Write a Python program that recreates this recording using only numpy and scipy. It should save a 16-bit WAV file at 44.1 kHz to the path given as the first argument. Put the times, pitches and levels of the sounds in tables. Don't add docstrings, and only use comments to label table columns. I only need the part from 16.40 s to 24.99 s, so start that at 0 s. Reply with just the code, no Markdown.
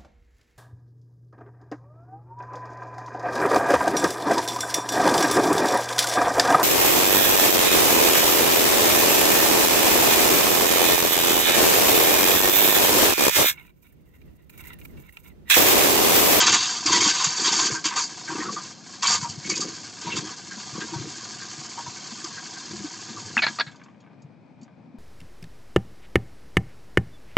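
import sys
import numpy as np
from scipy import signal
from scipy.fft import rfft, irfft
from scipy.io import wavfile
from scipy.ndimage import uniform_filter1d, map_coordinates

SR = 44100
rng = np.random.default_rng(int(sys.argv[2]) if len(sys.argv) > 2 else 0)


def wav_record(signal):
    frames = np.transpose(np.atleast_2d(signal))
    bounded = np.clip(frames, -1, 1)
    quanta = np.round(bounded * 32767).astype(np.int16)
    wavfile.write(sys.argv[1], SR, quanta)


N = 378642
TIME = np.arange(N) / SR
RING_TIME = TIME[:16384]
RING_HZ = np.maximum(np.fft.rfftfreq(len(RING_TIME), 1 / SR), 1)


def from_db(db):
    return 10 ** (np.asarray(db) / 20)


def unit(x):
    energy = np.mean(np.sum(x ** 2, axis=-1))
    return x / np.sqrt(energy + 1e-20)


def add(out, s, sound):
    at = int(s * SR)
    sound, at = sound[max(-at, 0):], max(at, 0)
    out[at:at + len(sound)] += sound[:N - at]


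def at_hz(points):
    hz, value = np.transpose(points)
    return np.interp(np.log(RING_HZ), np.log(hz), value)


def focus(hz, narrow_db):
    half_octaves = 2 * np.log2(RING_HZ / hz)
    return -narrow_db * np.log2(1 + half_octaves ** 2)


def pulse(db):
    cepstrum = irfft(np.log(from_db(db)))
    cepstrum[1:] *= 2
    cepstrum[len(cepstrum) // 2:] = 0
    return unit(irfft(np.exp(rfft(cepstrum))))


def through(x, response):
    full = signal.oaconvolve(np.atleast_2d(x), np.atleast_2d(response), axes=-1)
    return full[:, :x.shape[-1]]


def wash(t60, channels=1):
    noise = rng.standard_normal((channels, len(RING_TIME)))
    return unit(noise * np.exp(-np.log(1000) * RING_TIME / t60))


def drift(per_s, t=TIME):
    return np.interp(t * per_s, np.arange(512), rng.standard_normal(512))


def wander(x, share, per_s):
    bent_time = TIME + share / per_s * drift(per_s)
    return map_coordinates(x[0], [bent_time * SR], order=3)


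def contacts(per_s, spread_db):
    touches = rng.random(N) < per_s / SR
    clicks = touches * from_db(spread_db * rng.standard_normal(N)) * rng.choice([-1, 1], N)
    power = np.maximum(uniform_filter1d(clicks ** 2, SR // 20), 0)
    return clicks / np.sqrt(power + 1e-5)


def blow(db, chatter_s, soft=0.62, count=18, uneven_db=6):
    force = np.zeros(len(RING_TIME))
    delay = 3 * (np.arange(count) + rng.random(count)) / count
    sizes = np.exp(-delay) * (1 - np.exp(-delay / soft))
    sizes = sizes * rng.choice([-1, 1], count) * from_db(rng.normal(0, uneven_db, count))
    force[(delay * chatter_s * SR).astype(int)] = from_db(db) * unit(sizes)
    return force


def clack(hz, attack_s, decay_s, rough=0.32, rough_per_s=180):
    shape = (1 - np.exp(-RING_TIME / attack_s)) ** 2 * np.exp(-RING_TIME / decay_s)
    strength = rough * drift(rough_per_s, RING_TIME)
    phase = rough * drift(rough_per_s, RING_TIME)
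    return unit(shape * np.exp(strength) * np.sin(2 * np.pi * hz * RING_TIME + phase))


def body(colour, modes, ring_db, wash_db, t60, spot_db):
    click = pulse(colour)
    spots = from_db(rng.normal(0, spot_db, len(modes))) * rng.choice([-1, 1], len(modes))
    rings = np.zeros(len(RING_TIME))
    for spot, (hz, width_hz, db) in zip(spots, modes):
        ring = np.cos(2 * np.pi * hz * RING_TIME) * np.exp(-np.pi * width_hz * RING_TIME)
        rings += spot * from_db(db) * unit(ring)
    rings = through(rings, pulse(np.minimum(colour + 12, 0)))
    diffuse = through(wash(t60), click)
    return unit(click + from_db(wash_db) * diffuse + from_db(ring_db) * unit(rings))


def struck(force, colour, modes, ring_db, wash_db, t60, spot_db, dwell_s, count=7, tint_db=0):
    dwell = max(int(dwell_s * SR), 1)
    spot = rng.integers(0, count, N)[np.arange(N) // dwell]
    out = np.zeros((1, N))
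    for k in range(count):
        tint = tint_db * np.cos(2 * np.pi * (2 * np.log2(RING_HZ) + k / count))
        response = body(at_hz(colour) + tint, modes, ring_db, wash_db, t60, spot_db)
        out += through(force * (spot == k), response)
    return out


# frequency in Hz, relative level in dB.
ROOM_TONE = [(25, -18), (65, -32), (110, -5), (150, -2), (260, -3), (400, -16.5), (530, -14.5), (850, -17),
             (1100, -24.5), (2000, -31.5), (2450, -24.5), (2700, -37.5), (4900, -40.5), (8500, -56.5)]
ROOM_TONE_DB = -52.5


def room_tone(apart_db=-3, left_db=2.0, waver_db=1):
    air = rng.standard_normal(N) + from_db(apart_db) * rng.standard_normal((2, N))
    air = air * from_db(waver_db * drift(26))
    sides = from_db([[left_db], [-left_db]])
    return from_db(ROOM_TONE_DB) * sides * through(air, pulse(at_hz(ROOM_TONE)))


# frequency in Hz, left minus right in dB.
LEAN = [(60, 1), (130, 6.5), (280, 2), (500, -2.5), (1000, 0.8), (2000, 0.2), (4500, 0)]


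def room(x, wet_db, t60):
    lean_db = at_hz(LEAN) * np.array([[1], [-1]]) / 2
    direct = np.array([pulse(side) * np.sqrt(np.mean(from_db(side) ** 2)) for side in lean_db])
    return through(x, direct + from_db(wet_db) * wash(t60, channels=2))


# frequency in Hz, relative level in dB.
DESK = [(25, -36.5), (60, -27), (90, -1.5), (140, -7.5), (210, 10.5), (320, -12), (700, -43.5)]
STAND = [(40, -45), (100, -16), (210, 10), (330, 12.5), (450, 3.5), (620, -22), (1200, -47)]
# frequency in Hz, width in Hz, relative level in dB.
DESK_MODES = [(108, 22, 0.5), (146, 15, -3), (212.8, 11, -4.5)]
STAND_MODES = [(325.7, 35, -2)]
# time in seconds (it begins 5 ms earlier), # peak level in dB before the room, pitch in Hz.
THUMPS = [(0.458, -24, 310), (0.665, -24.5, 302), (0.869, -29.5, 153), (1.319, -30, 131),
          (1.456, -28.5, 313), (1.992, -26.5, 317), (2.826, -31.5, 156), (2.894, -36, 108),
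          (2.978, -30.5, 146), (3.097, -27.5, 341), (3.669, -31, 167), (3.773, -27, 322), (3.786, -30, 143),
          (4.174, -35.5, 222), (4.334, -35, 135), (4.389, -36, 162), (4.529, -30.5, 325),
          (4.56, -26.5, 134), (4.598, -29, 130), (4.671, -31, 307), (5.187, -37, 148), (5.479, -35.5, 120),
          (5.722, -34, 226), (5.844, -33.5, 332), (6.335, -31.5, 346), (6.444, -26, 301), (6.704, -33, 223),
          (6.969, -27.5, 235), (7.272, -36, 146), (7.846, -35, 149), (8.224, -39, 230.3), (8.475, -43, 240),
          (8.544, -37.5, 238)]
THUMP_SWELL_S = 0.0093


def desk(desk_gain, stand_gain):
    top_force = desk_gain * contacts(per_s=140, spread_db=2.5)
    top = struck(top_force, DESK, DESK_MODES, ring_db=1.5, wash_db=0.5, t60=0.1, spot_db=7, dwell_s=0.034)
    stand_force = from_db(6.5) * stand_gain * contacts(per_s=150, spread_db=5.0)
    stand = struck(stand_force, STAND, STAND_MODES,
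                   ring_db=9.0, wash_db=8.0, t60=0.057, spot_db=0, dwell_s=.03)
    thumps = np.zeros(N)
    swell = RING_TIME / THUMP_SWELL_S
    shape = (swell * np.exp(1 - swell)) ** 2
    for s, db, hz in THUMPS:
        add(thumps, s - .005, from_db(db) * shape * np.sin(2 * np.pi * hz * RING_TIME))
    return top + stand + thumps


# frequency in Hz, relative level in dB.
CHUTE = [(60, -39.5), (250, -14), (500, -14.5), (750, -5.5), (1600, -2.5), (2400, -4), (3050, -9.5),
         (4350, 1), (5000, -8.5), (7500, -28)]
# frequency in Hz, width in Hz, relative level in dB.
CHUTE_MODES = [(1650, 40, 2), (2250, 20, -6), (4170, 100, -5)]
# start in seconds, chatter level in dB, ring level in dB,
# ring pitch in Hz, decay time in seconds, low-pass cut-off of the chatter in Hz.
DROPS = [(6.9682, 8, -8.5, 1870, 0.00037, 2160), (6.977, 2.5, 7.5, 2650, 0.0019, 3300),
         (6.985, 2, 5, 2500, .0062, 3500), (7.019, 6.5, 4.5, 2250, 0.0092, 4940),
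         (7.033, 7.5, 4.5, 1724, 0.009, 4800), (7.065, 5, -2, 1630, .003, 4900),
         (7.075, 0, -2, 1665, .007, 4900), (7.186, -2, -5.5, 1180, 0.0036, 5200),
         (7.1965, 4.5, -7, 1850, 0.0034, 5830), (7.2055, 5, 5, 1655, 0.0052, 5200),
         (7.263, -12.5, -17.5, 1650, 0.016, 4500)]


def chute(narrow_db=0.9):
    out = np.zeros(N)
    for s, chatter_db, ring_db, hz, decay_s, top_hz in DROPS:
        walls = body(at_hz(CHUTE) + focus(hz, narrow_db), CHUTE_MODES,
                     ring_db=-9, wash_db=-7, t60=.04, spot_db=1)
        chatter = through(blow(0, decay_s, soft=.6, count=60, uneven_db=2), walls)
        low_pass = signal.butter(8, top_hz, fs=SR, output="sos")
        blunt = unit(signal.sosfilt(low_pass, chatter))[0]
        ring = clack(hz, attack_s=decay_s, decay_s=decay_s)
        add(out, s, from_db(chatter_db) * blunt + from_db(ring_db) * ring)
    return out


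# time in seconds, level in dB before each part's own gain.
SLIDE = [(0, -20), (0.33, -24.5), (0.42, -30.5), (0.9, -24.5), (1.3, -35), (1.41, -39.5), (1.7, -37),
         (2.27, -36.5), (2.39, -48), (2.53, -38.5), (2.61, -43.5), (2.79, -39.5), (3.0, -40), (3.27, -35),
         (3.57, -40.5), (3.8, -35), (4.03, -40), (4.2, -36), (6.3, -37), (7.14, -38.5), (7.25, -52.5)]
STOP_DB_PER_S = 89
RIBS_PER_S, RIB_UNEVEN, RIB_FLUTTER_DB = 14, 0.25, 1.57


def sliding():
    s, db = np.transpose(SLIDE)
    passes = np.cumsum(np.exp(RIB_UNEVEN * rng.standard_normal(256))) / RIBS_PER_S
    flutter = np.cos(2 * np.pi * np.interp(TIME, passes, np.arange(len(passes))))
    stopping_db = STOP_DB_PER_S * np.maximum(TIME - s[-1], 0)
    return from_db(np.interp(TIME, s, db) + RIB_FLUTTER_DB * flutter - stopping_db)


# frequency in Hz, relative level in dB.
FRAME = [(60, -48.5), (250, -16.5), (480, -11), (610, -25.5), (740, -5.5), (870, -8.5), (1010, 0.5),
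         (1180, -4.5), (1420, -5), (1600, -6), (2000, -5), (2500, -9.5), (3500, -14.5), (8000, -51.5)]
# frequency in Hz, width in Hz, relative level in dB.
DRAG_MODES = [(735, 50, -2), (1650, 42, 0)]


def dragging(turning):
    force = from_db(-52.5) * turning * contacts(per_s=84, spread_db=3.5)
    return struck(force, FRAME, DRAG_MODES, ring_db=13.5, wash_db=7, t60=0.088, spot_db=14, dwell_s=.04)


# time in seconds (it begins 5 ms earlier),
# strength in dB before the chatter and ring gains, pitch in Hz.
KNOCKS = [(0.012, 3.5, 3100), (0.488, 4, 1041), (0.546, 2, 1954), (0.568, 3, 976), (0.61, 0.5, 2200),
          (0.657, 0, 1120), (0.811, 0.5, 1035), (1.069, -2, 1018), (1.188, 2.5, 1046), (1.22, -3.5, 1580),
          (1.285, -5, 1560), (1.357, -2.5, 1580), (1.562, -4, 1093), (1.595, -13, 2400), (1.88, -4, 1570),
          (1.9, -5, 963), (1.954, -6.5, 970), (2.004, -6.5, 1860), (2.022, -4, 1053), (2.055, -6, 1284),
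          (2.084, -2, 1140), (2.167, -1.5, 1203), (2.635, 2.5, 1116), (2.65, -1, 2290), (2.845, -2.5, 949),
          (3.045, -9, 2210), (3.103, -0.5, 2243), (3.136, -8, 2520), (3.217, -5, 1190), (3.671, -3, 954),
          (3.7, -11, 2200), (3.719, -1.5, 2710), (3.765, -5.5, 1050), (4.114, -8, 1613),
          (4.356, -9.5, 1130), (4.415, -5, 1610), (4.534, -5.5, 944), (5.018, -10, 1584), (5.377, -2, 935),
          (5.464, -8, 967), (5.846, -12.5, 1195), (5.972, -7.5, 1610), (6.164, -13, 1573),
          (6.765, -11, 1180)]


def knocks(narrow_db=9, chatter_db=-5, ring_db=-0.5):
    out = np.zeros(N)
    for s, db, hz in KNOCKS:
        rebounds = blow(0, chatter_s=.015, soft=1.7, count=40, uneven_db=2.5)
        chatter = unit(through(rebounds, pulse(focus(hz, narrow_db))))[0]
        ring = clack(hz, attack_s=0.01, decay_s=0.012)
        add(out, s - .005, from_db(db) * (from_db(chatter_db) * chatter + from_db(ring_db) * ring))
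    return out


# frequency in Hz, width in Hz, relative level in dB.
FRAME_MODES = [(937.7, 16.4, 2), (1022, 50, 1), (1102, 51, 0), (1202, 21, 4), (1540, 23, 4.5),
               (1624, 18, -4), (1680, 22, -7.5), (2202, 26, -3)]
# start in seconds,
# level on the wires in dB, level on the frame in dB, pitch in Hz.
HITS = [(0.007, 9.5, -10, 6780), (0.065, 6.5, 4.5, 6200), (0.123, 8, 2, 6950), (0.142, 8.5, 3.5, 7040),
        (0.459, 8, -3, 4630), (0.525, 2, 5, 6500), (0.601, -5, -7, 5500), (0.842, 9, 0, 6600),
        (1.067, 4, -6, 4470), (1.126, 4.5, 1.5, 6060), (1.191, 3, -1, 4350), (1.264, 3.5, -12, 6000),
        (1.451, 2.5, -13, 4840), (2.629, 1.5, -9.5, 5400), (3.611, -9, -18, 5000),
        (4.403, -12.5, -10.5, 3550), (5.841, -4.5, -15.5, 4900)]
# start in seconds,
# level on the wires in dB, level on each other in dB.
TICKS = [(7.312, -31, -29), (7.3574, -29, -35), (7.435, -30, -33.5), (7.6016, -36.5, -36),
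         (7.819, -33.5, -45), (8.2128, -34, -39), (8.2287, -28.5, -49)]
TICK_FRAME_DB = 10.5


def frame(level):
    force = from_db(-0.5) * level * contacts(per_s=300, spread_db=0.5)
    for s, wire_db, frame_db, hz in HITS:
        add(force, s, blow(frame_db, chatter_s=0.0059))
    for s, wire_db, ball_db in TICKS:
        add(force, s, blow(ball_db + TICK_FRAME_DB, chatter_s=0.067))
    return struck(force, FRAME, FRAME_MODES, ring_db=8.5, wash_db=9, t60=0.035, spot_db=4.0,
                  dwell_s=.02, count=9, tint_db=2.0)


# frequency in Hz, relative level in dB.
BALL = [(60, -64.5), (1400, -23), (2200, -3.5), (2850, -3), (3200, 2.5), (3900, 5), (5000, -14),
        (8500, -36.5)]
# frequency in Hz, width in Hz, relative level in dB.
HOOP_MODES = [(2643, 54, -1.5), (2710, 14, 3), (3198, 40, -1)]
HIT_CLASH_DB = -1


def clashes(level):
    force = from_db(-1.0) * level * contacts(per_s=900, spread_db=0.5)
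    for s, wire_db, ball_db in TICKS:
        add(force, s, blow(ball_db, chatter_s=0.0034))
    for s, wire_db, frame_db, hz in HITS:
        add(force, s, blow(frame_db + HIT_CLASH_DB, chatter_s=.005))
    return struck(force, BALL, HOOP_MODES, ring_db=0.5, wash_db=10.0, t60=0.086, spot_db=2.5,
                  dwell_s=.015, tint_db=2.5)


# frequency in Hz, relative level in dB.
CRACK = [(300, -26), (1500, -2.5), (7500, 9.5), (9000, -15.5)]


def cracks(level, gain_db=-9):
    clicks = from_db(gain_db) * level * contacts(per_s=170, spread_db=3)
    return through(clicks, pulse(at_hz(CRACK)))[0]


# frequency in Hz, relative level in dB.
WIRE = [(60, -60.5), (500, -42), (1500, -20.5), (2600, -27.5), (3700, -20.5), (4400, -5.5), (5600, -1),
        (6600, 1), (7400, -2), (8000, -14.5), (8700, -23), (9300, -60)]
# frequency in Hz, width in Hz, relative level in dB.
WIRE_MODES = [(4602, 100, 1), (4900, 38, -8), (4930, 22, -14.5), (6385, 60, -3.5), (6800, 30, -6.5)]
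LOADED_MODES = [(4334, 200, -3), (4740, 203, -2.5), (4800, 82, -3.5), (5000, 120, -4)]


def wires(level, airborne_db=-34):
    force = from_db(-3.5) * level * contacts(per_s=1600, spread_db=1.5)
    thrown_share = level ** 2 / (level ** 2 + from_db(airborne_db) ** 2)
    thrown = rng.random(N) < thrown_share
    free = force * thrown
    for s, wire_db, ball_db in TICKS:
        add(free, s, blow(wire_db, chatter_s=0.0044))
    ringing = struck(free, WIRE, WIRE_MODES, ring_db=3, wash_db=0, t60=0.069, spot_db=1,
                     dwell_s=.005, count=7, tint_db=1.5)
    damped = struck(force * ~thrown, WIRE, LOADED_MODES, ring_db=2.5, wash_db=4.5, t60=0.028, spot_db=2.5,
                    dwell_s=0, count=6)
    return wander(ringing, share=.007, per_s=12) + wander(damped, share=.011, per_s=9)


def hits(narrow_db=4, clack_db=-8):
    out = np.zeros(N)
    for s, wire_db, frame_db, hz in HITS:
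        wire = body(at_hz(WIRE) + focus(hz, narrow_db), WIRE_MODES,
                    ring_db=-5, wash_db=-3, t60=.06, spot_db=1.5)
        rebounds = unit(through(blow(0, chatter_s=0.005, count=30, uneven_db=2.5), wire))[0]
        ring = clack(hz, attack_s=.001, decay_s=0.014)
        add(out, s, from_db(wire_db) * (rebounds + from_db(clack_db) * ring))
    return out


def surges(rows, attack_s, release_s):
    power = np.zeros((len(rows[0]) - 2, N))
    t = TIME[:SR]
    for s, length_s, *levels_db in rows:
        rise = np.sin(np.pi / 2 * np.minimum(t / attack_s, 1)) ** 2
        shape = rise * np.exp(-np.maximum(t - length_s, 0) / release_s)
        for part, db in zip(power, levels_db):
            add(part, s, (from_db(db) * shape) ** 2)
    return np.sqrt(power)


SPILLS = [(-0.015, 0.041, -26, -20, -19.5), (0.055, 0.043, -18, -23, -22.5),
          (0.112, 0.048, -18.5, -26.5, -24.5), (0.17, 0.087, -29, -57, -30),
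          (0.452, 0.11, -20.5, -31, -30.5), (0.51, 0.065, -18, -27.5, -25.5),
          (0.595, 0.11, -16.5, -27.5, -25.5), (0.73, 0.13, -26, -33.5, -31),
          (0.965, 0.092, -23, -36, -39.5), (1.035, 0.053, -19.5, -27.5, -25.5),
          (1.11, 0.16, -19.5, -32, -33), (1.3, 0.058, -25, -34.5, -59), (1.434, 0.036, -20.5, -29.5, -28.5),
          (1.495, 0.058, -43, -33.5, -53), (1.55, 0.042, -20.5, -29, -32.5),
          (1.595, 0.044, -23.5, -42, -58), (1.87, 0.18, -37, -38, -50), (2.115, 0.012, -26.5, -49, -42),
          (2.615, 0.055, -23.5, -29, -28), (2.662, 0.088, -17, -27.5, -32), (2.8, 0.034, -28, -36, -63),
          (2.88, 0.017, -29.5, -55, -45), (3.04, 0.036, -34, -43, -45), (3.085, 0.018, -19.5, -38.5, -40),
          (3.143, 0.03, -25, -44, -39), (3.195, 0.017, -21, -51, -39), (3.607, 0.17, -41, -44, -41.5),
          (3.748, 0.028, -25.5, -36.5, -34.5), (3.855, 0.048, -41.5, -41.5, -49),
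          (4.335, 0.27, -48, -48.5, -56)]
SPILL_ATTACK_S, SPILL_RELEASE_S = 0.014, 0.02
JUDDERS = [(0.02, 0.12, -43, -40.5), (0.46, 0.2, -42.5, -39), (0.97, 0.36, -58, -44.5),
           (1.88, 0.24, -50, -44), (2.66, 0.25, -44.5, -66), (3.04, 0.23, -49.5, -44),
           (3.63, 0.22, -47, -45.5), (4.34, 0.098, -48, -45), (4.51, 0.15, -45.5, -48.5),
           (6.26, 0.15, -42.5, -52.5), (6.68, 0.41, -50.5, -55)]
JUDDER_ATTACK_S, JUDDER_RELEASE_S = 0.011, 0.036
SLIDE_FRAME_DB, SLIDE_CLASH_DB = -10.5, -12
TURNING_SLIDE_DB, TURNING_DESK_DB, TURNING_STAND_DB = -37, -56, -58.5


def scene():
    slide = sliding()
    turning = np.minimum(slide / from_db(TURNING_SLIDE_DB), 1)
    on_wires, on_frame, on_balls = surges(SPILLS, SPILL_ATTACK_S, SPILL_RELEASE_S)
    on_desk, on_stand = surges(JUDDERS, JUDDER_ATTACK_S, JUDDER_RELEASE_S)

    desk_gain = np.hypot(on_desk, from_db(TURNING_DESK_DB) * turning)
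    stand_gain = np.hypot(on_stand, from_db(TURNING_STAND_DB) * turning)
    rumble = desk(desk_gain, stand_gain)

    frame_level = np.hypot(on_frame, from_db(SLIDE_FRAME_DB) * slide)
    clash_level = np.hypot(on_balls, from_db(SLIDE_CLASH_DB) * slide)
    clatter = chute() + dragging(turning) + knocks() + frame(frame_level) + clashes(clash_level)

    hiss = cracks(np.hypot(on_balls, on_frame)) + wires(np.hypot(on_wires, slide)) + hits()

    mix = room_tone() + room(rumble, wet_db=-23.5, t60=0.14)
    return mix + room(clatter, wet_db=-17.0, t60=0.15) + room(hiss, wet_db=-25.5, t60=.2)


CUTOFF_HZ = 9000


def record(dry):
    thin = signal.sosfilt(signal.butter(2, 64, "high", fs=SR, output="sos"), dry)
    low_pass = signal.ellip(10, .2, 80, CUTOFF_HZ, fs=SR, output="sos")
    return np.clip(signal.sosfilt(low_pass, thin), -1, 1)


dry = scene()
out = record(dry)
wav_record(out)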